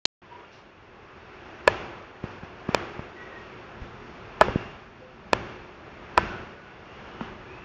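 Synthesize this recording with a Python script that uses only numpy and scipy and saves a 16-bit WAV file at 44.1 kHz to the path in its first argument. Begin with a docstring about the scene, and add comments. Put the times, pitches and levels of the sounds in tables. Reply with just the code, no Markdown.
"""Outdoors, a blade chops through fish onto a wooden block, each contact ringing the block's modes.
Dull thumps, damped low modes with a gentle knock, fall among the chops. Behind lie far town noise in drifting
bands with a wavering hum, faint distant calls as blurred gliding tones, and one brief bright hiss.
A small recorder crackles once as it starts, pushes steady noise down but lets it swell, then sink after
loud sounds, and overloads on the chops."""
import sys
import numpy as np
from scipy import signal
from scipy.io import wavfile
from scipy.ndimage import uniform_filter1d

SR = 44100
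rng = np.random.default_rng(int(sys.argv[2]) if len(sys.argv) > 2 else 0)


def invert_db(level):
    """Linear amplitude ratio for a level in decibels (20 dB per decade), elementwise."""
    return 10 ** (np.asarray(level, dtype=float) / 20)


def output_pcm(signal):
    """Save a mono or channel-first signal as 16-bit PCM at the path in sys.argv[1].

    Samples are clipped to [-1, 1] before scaling.
    """
    pcm = np.clip(np.atleast_2d(signal).T, -1, 1) * 32767
    wavfile.write(sys.argv[1], SR, np.round(pcm).astype(np.int16))


N = 337181


def rms_one(x):
    """Scale to unit rms."""
    return x / np.sqrt(np.mean(x ** 2) + 1e-20)


def drift(knots_per_s):
    """Slow random curve of spread near 1: straight lines between random knots."""
    knots = rng.standard_normal(400)
    return np.interp(np.arange(N) / SR * knots_per_s, np.arange(400), knots) * 1.2


def ring(x, hz, t60_s):
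    """Two-pole resonator: a unit click sets a decaying sine of height 1 ringing."""
    r = invert_db(-60 / (t60_s * SR))
    w = 2 * np.pi * hz / SR
    return signal.lfilter([0, np.sin(w)], [1, -2 * r * np.cos(w), r * r], x + 1e-18)


def add(out, start_s, x):
    """Mix x into out from start_s on."""
    i = int(start_s * SR)
    out[i:i + len(x)] += x[:N - i]


# Contacts of blade and block. Each row: start in seconds, relative blow level in dB, edge brightness in dB
# per octave, favoured pitch in Hz, ring length as a factor (at least 0.2 is used).
CHOPS = [(1.6766, -2, 4, 1750, 0.42), (1.6784, -3.5, -1.5, 586, 0.88), (2.7467, -1.5, 4, 750, 0.47),
         (4.4116, 0, 0, 895, 0.15), (4.4126, 1.5, -10, 980, 1.1), (4.4174, -4.5, -6.5, 1010, 1.2),
         (4.4222, -19, -1.5, 980, 0.78), (5.332, 0, 3, 657, 0.47), (6.1772, 1.5, -1, 990, 0.5),
         (6.1779, -3, -10, 770, 1.13), (6.1830, -6, -12, 1010, 0.43), (7.2098, -13, -4, 815, 0.75)]
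BRIGHT_FROM_HZ = 1234
CONTACT_MS, DULL_STRETCH = 0.2, 0.98  # contact at brightness 0; dB of lengthening per dB per octave of dullness


def chops():
    """The edge goes through flesh and bone, lands and rebounds; each brief contact rings the block."""
    out = np.zeros(N)
    hz = np.array(BLOCK)[:, 0]
    for start_s, blow_db, bright_db, favoured_hz, ringing in CHOPS:
        contact_ms = max(CONTACT_MS * invert_db(-DULL_STRETCH * bright_db), .06)
        time_ms = np.arange(4000) / SR * 1000
        force = np.sin(np.pi * np.clip(time_ms / contact_ms, 0, 1)) ** 2
        # where the edge lands favours some modes
        spot_db = 6 * np.exp(-(np.log2(hz / favoured_hz) / 0.76) ** 2)
        tilt_db = bright_db * np.maximum(np.log2(hz / BRIGHT_FROM_HZ), 0)
        chance_db = rng.normal(0, 2.2, len(BLOCK))
        hit = block(force / force.sum(), spot_db + tilt_db + chance_db, ringing)
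        add(out, start_s, invert_db(blow_db) * hit)
    return out


# Modes of the wooden block. Each row: pitch in Hz, relative level in dB, t60 in seconds at ring factor 1.
BLOCK = [(404, -27.5, 0.0033), (615, -6, 0.022), (830, -8, 0.0071), (990, -8.5, 0.03), (1346, -0.5, 0.014),
         (1726, -9.5, 0.038), (2456, -5, 0.021), (3050, -16.5, 0.035), (3550, -11, 0.017),
         (4320, -6.5, 0.01), (4920, -8.5, 0.0091), (5500, -12.5, 0.008), (7420, -15, 0.0075)]


def block(force, gains_db, ringing):
    """The block's modes, all driven by one force; a small block radiates little bass."""
    modes = 0
    for (hz, db, t60_s), gain_db in zip(BLOCK, gains_db):
        modes = modes + invert_db(db + gain_db) * ring(force, hz, t60_s * max(ringing, .2))
    return signal.lfilter(*signal.butter(2, 420, "high", fs=SR), modes)


# Each row: start in seconds, peak of the low mode in dB, its pitch in Hz, its t60 in seconds (at least
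# 0.005 is used), relative level of the woody knock in dB.
THUMPS = [(2.239, -7.5, 154, 0.0087, -17), (2.432, -14, 176, 0.016, -26), (2.689, -6.5, 214, 0.017, -11),
          (2.992, -10, 160, 0.0072, -9.5), (3.813, -16, 59, 0.051, -47), (4.483, -8.5, 504, 0.019, -11),
          (4.488, -16.5, 87, 0.028, -53), (4.558, -0.5, 192, 0.0058, -59), (4.604, -33, 300, 0.023, -27),
          (7.2108, -11.5, 225, 0.053, -46)]


def thumps():
    """A soft push rings one heavily damped low mode, with little deep bass, and knocks the block gently."""
    out = np.zeros(N)
    for start_s, peak_db, hz, t60_s, knock_db in THUMPS:
        push = np.pad(np.hanning(int(.3 * SR / hz)), (0, 5000))
        low = ring(push, hz, max(t60_s, .005))
        low = signal.lfilter(*signal.butter(2, 0.47 * hz, "high", fs=SR), low)
        add(out, start_s, invert_db(peak_db) * low / np.max(np.abs(low)))
        tap = np.pad(np.hanning(26) / 12, (int(.0015 * SR), 3000))  # 1.5 ms after the push starts
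        knock = block(tap, rng.normal(0, 1.3, len(BLOCK)), ringing=0.12)
        add(out, start_s, invert_db(knock_db) * knock)
    return out


# Each row: start in seconds, end in seconds, first pitch in Hz, last pitch in Hz, rms in dB before the
# fades and echoes, with the suppressor shut.
CALLS_FAR = [(.30, 0.40, 960, 954, -48), (.51, 0.585, 2820, 2820, -64), (3.155, 3.26, 1930, 1920, -47),
             (3.3, 3.403, 1930, 1870, -48.5), (3.17, 3.25, 1500, 1480, -53), (3.19, 3.26, 2340, 2350, -56),
             (4.46, 4.759, 2797, 2770, -60.5), (5.0, 5.074, 515, 509, -48), (6.13, 6.451, 1600, 1465, -52),
             (6.2, 6.367, 1400, 1337, -54), (6.555, 6.74, 1503, 1460, -53.5),
             (6.84, 7.272, 2800, 2890, -63), (6.84, 7.221, 3180, 3110, -67), (7.46, 7.705, 2280, 2730, -56)]
# Echoes off far walls. Each row: delay in seconds, level in dB relative to the call.
CALL_ECHOES = [(.045, -5.5), (.09, -9.5)]
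CALL_BLUR, CALL_FADE_S = .035, .025  # bandwidth as a share of pitch; swell and fade


def distant_calls():
    """Blurred gliding tones: a sine whose height and phase wander within a narrow band, with echoes."""
    out = np.zeros(N)
    for start_s, end_s, first_hz, last_hz, level_db in CALLS_FAR:
        n = int((end_s - start_s) * SR)
        r = np.exp(-np.pi * CALL_BLUR * first_hz / SR)
        noise = rng.standard_normal((2, SR))
        wander = signal.lfilter([1], [1, -2 * r, r * r], noise[0] + 1j * noise[1])[-n:]
        turn = np.exp(1j * np.angle(wander))
        blur = (rms_one(np.abs(wander)) + 0.6) * turn
        hz = last_hz + (first_hz - last_hz) * np.linspace(1, 0, n) ** 2
        tone = np.real(blur * np.exp(2j * np.pi * np.cumsum(hz) / SR))
        to_nearest_end = np.minimum(np.arange(n), np.arange(n)[::-1])
        fade = np.clip(to_nearest_end / (CALL_FADE_S * SR), 0, 1)
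        add(out, start_s, invert_db(level_db) * rms_one(tone) * fade)
    echoes = sum(invert_db(db) * np.pad(out, (int(s * SR), 0))[:N] for s, db in CALL_ECHOES)
    return out + echoes


PUFF_S, PUFF_RISE_S, PUFF_LENGTH_S = .505, .025, .16
PUFF_LOW_HZ, PUFF_HIGH_HZ, PUFF_DB = 2000, 5800, -60  # dB with the suppressor shut


def puff():
    """A brief bright hiss: band-passed noise swells quickly and fades away."""
    sos = signal.butter(6, [PUFF_LOW_HZ, PUFF_HIGH_HZ], "band", fs=SR, output="sos")
    noise = signal.sosfilt(sos, rng.standard_normal(N))
    age_s = np.arange(N) / SR - PUFF_S
    shape = np.interp(age_s, [0, PUFF_RISE_S, 3 * PUFF_RISE_S, PUFF_LENGTH_S], [0, 1, .8, 0])
    return invert_db(PUFF_DB) * rms_one(noise) * shape


# Each row: time in seconds, level in dB with the suppressor shut, gain of the rumble below 300 Hz in dB.
TOWN = [(.2, -51.5, 0), (.4, -48.5, -5.5), (.75, -52.5, 0), (1.5, -44.5, -3.5), (2.2, -45, -1),
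        (3.3, -43.5, -3.5), (3.9, -45.5, 2.5), (4.4, -43.5, 0.4), (5.1, -48.5, 2.5), (5.7, -45, 0),
        (6.3, -43.5, 1.2), (6.8, -46, -1), (7.099, -43, 0.5), (7.65, -45.5, 1.5)]
# Colour of the noise. Each row: frequency in Hz, relative density in dB per Hz.
AIR = [(15, -39.5), (25, -12.5), (43, -0.5), (122, 1.5), (159, -4.5), (196, 0), (301, -8.5), (355, 0),
       (507, -4.5), (1440, -5.5), (1960, -11), (2600, -13), (3800, -26.5), (5820, -30), (7200, -44),
       (9360, -58.5), (15800, -120)]
AIR_EDGE_HZ, HISS_DB = 7990, 1.5  # HISS_DB lifts the bands above 1800 Hz
HUM_HZ, HUM_WIDTH_HZ, HUM_DB = 361.4, 35, -8.5  # HUM_DB: mean level over the noise


def town(patchy_db):
    """Third-octave bands of noise, each flickering by patchy_db, and a narrow wavering hum."""
    time_s, level_db, rumble_db = np.transpose(TOWN)
    air_hz, air_db = np.transpose(AIR)
    time = np.arange(N) / SR
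    edges_hz = 22 * 2 ** np.arange(0, 8.7, 1 / 3)
    rumble = invert_db(np.interp(time, time_s, rumble_db))
    white = rng.standard_normal((2, N))
    out = np.zeros(N)
    for k, (low, high) in enumerate(zip(edges_hz, edges_hz[1:])):
        sos = signal.butter(2, [low, high], "band", fs=SR, output="sos")
        band = signal.sosfilt(sos, white[k % 2])  # neighbours use separate noises
        colour_db = np.interp(np.log(low * high) / 2, np.log(air_hz), air_db)
        weight = rumble if high < 300 else invert_db(HISS_DB) if low > 1800 else 1
        out += band * weight * invert_db(colour_db + patchy_db * drift(15))
    out = signal.sosfilt(signal.cheby2(12, 60, AIR_EDGE_HZ, fs=SR, output="sos"), out)
    hum = ring(rng.standard_normal(N), HUM_HZ, np.log(1000) / (np.pi * HUM_WIDTH_HZ))
    out = rms_one(out) + invert_db(HUM_DB + 0.57 * drift(5.9)) * rms_one(hum)
    return out * invert_db(np.interp(time, time_s, level_db))


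def scene():
    """Blows over the background, which is raised by the depth the shut suppressor takes away."""
    background = town(patchy_db=.7) + distant_calls() + puff()
    return (chops() + thumps() + invert_db(DEPTH_DB) * background)[None]


def held(db, fall_db_per_s):
    """Follows rises at once and falls back at a steady rate."""
    fall = fall_db_per_s * np.arange(N) / SR
    return np.maximum.accumulate(db + fall) - fall


SHUT_DB, OPEN_DB = 1, 23  # level over usual: starts to open, fully open
DEPTH_DB, RELEASE_DB_PER_S = 17, 34.5
DUCK_DB, DUCK_ATTACK_S, RECOVERY_DB_PER_S = 5.5, 0.12, 6


def suppressor(x):
    """Gain sinks for steady sound, opens as the level jumps over its usual value and falls back steadily;
    after a loud sound it also ducks slowly and takes longer to recover."""
    power = uniform_filter1d(x ** 2, size=700, origin=90)
    level_db = 10 * np.log10(np.maximum(power, 0) + 1e-12)
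    usual_db = uniform_filter1d(np.minimum(level_db, -26), size=30000)
    opening = np.clip((level_db - usual_db - SHUT_DB) / (OPEN_DB - SHUT_DB), 0, 1)
    open_db = uniform_filter1d(held(DEPTH_DB * opening ** 1.356, RELEASE_DB_PER_S), size=120)
    r = np.exp(-1 / (DUCK_ATTACK_S * SR))
    duck_db = signal.lfilter([1 - r], [1, -r], held(DUCK_DB * opening ** 2, RECOVERY_DB_PER_S))
    return x * invert_db(open_db - duck_db - DEPTH_DB)


CRACKLE_S, CRACKLE_LENGTH_S, CRACKLE_DB = .0540, .0036, -3  # CRACKLE_DB: ceiling


def start_crackle():
    """A short burst of fast-fading noise, low-passed and softly limited."""
    age_s = np.arange(N) / SR - CRACKLE_S
    gate = (age_s > 0) & (age_s < CRACKLE_LENGTH_S)
    burst = rng.standard_normal(N) * gate * invert_db(-2500 * np.clip(age_s, 0, .01))
    burst = signal.sosfilt(signal.butter(10, 6800, fs=SR, output="sos"), burst)
    return invert_db(CRACKLE_DB) * np.tanh(burst)


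def top_cut(x):
    """Nothing passes above the cut-off."""
    return signal.sosfilt(signal.butter(12, 16660, fs=SR, output="sos"), x)


OPEN_S, BAND_EDGE_HZ = 0.217, 8430
INPUT_TOP, OVERLOAD = .74, .715  # clip heights before and after the band limit, full scale 1


def record(dry):
    """Silent until the input opens, but for one crackle; suppressor, overload, narrow band, a last hard top."""
    time = np.arange(N) / SR
    x = suppressor(dry[0]) * np.clip((time - OPEN_S) / 0.0026, 0, 1)
    x = np.clip(x + start_crackle(), -INPUT_TOP, INPUT_TOP)
    x = signal.sosfiltfilt(signal.cheby2(10, 30, BAND_EDGE_HZ, fs=SR, output="sos"), x)
    return top_cut(np.clip(x, -OVERLOAD, OVERLOAD)[None])


dry = scene()
out = record(dry)
output_pcm(out)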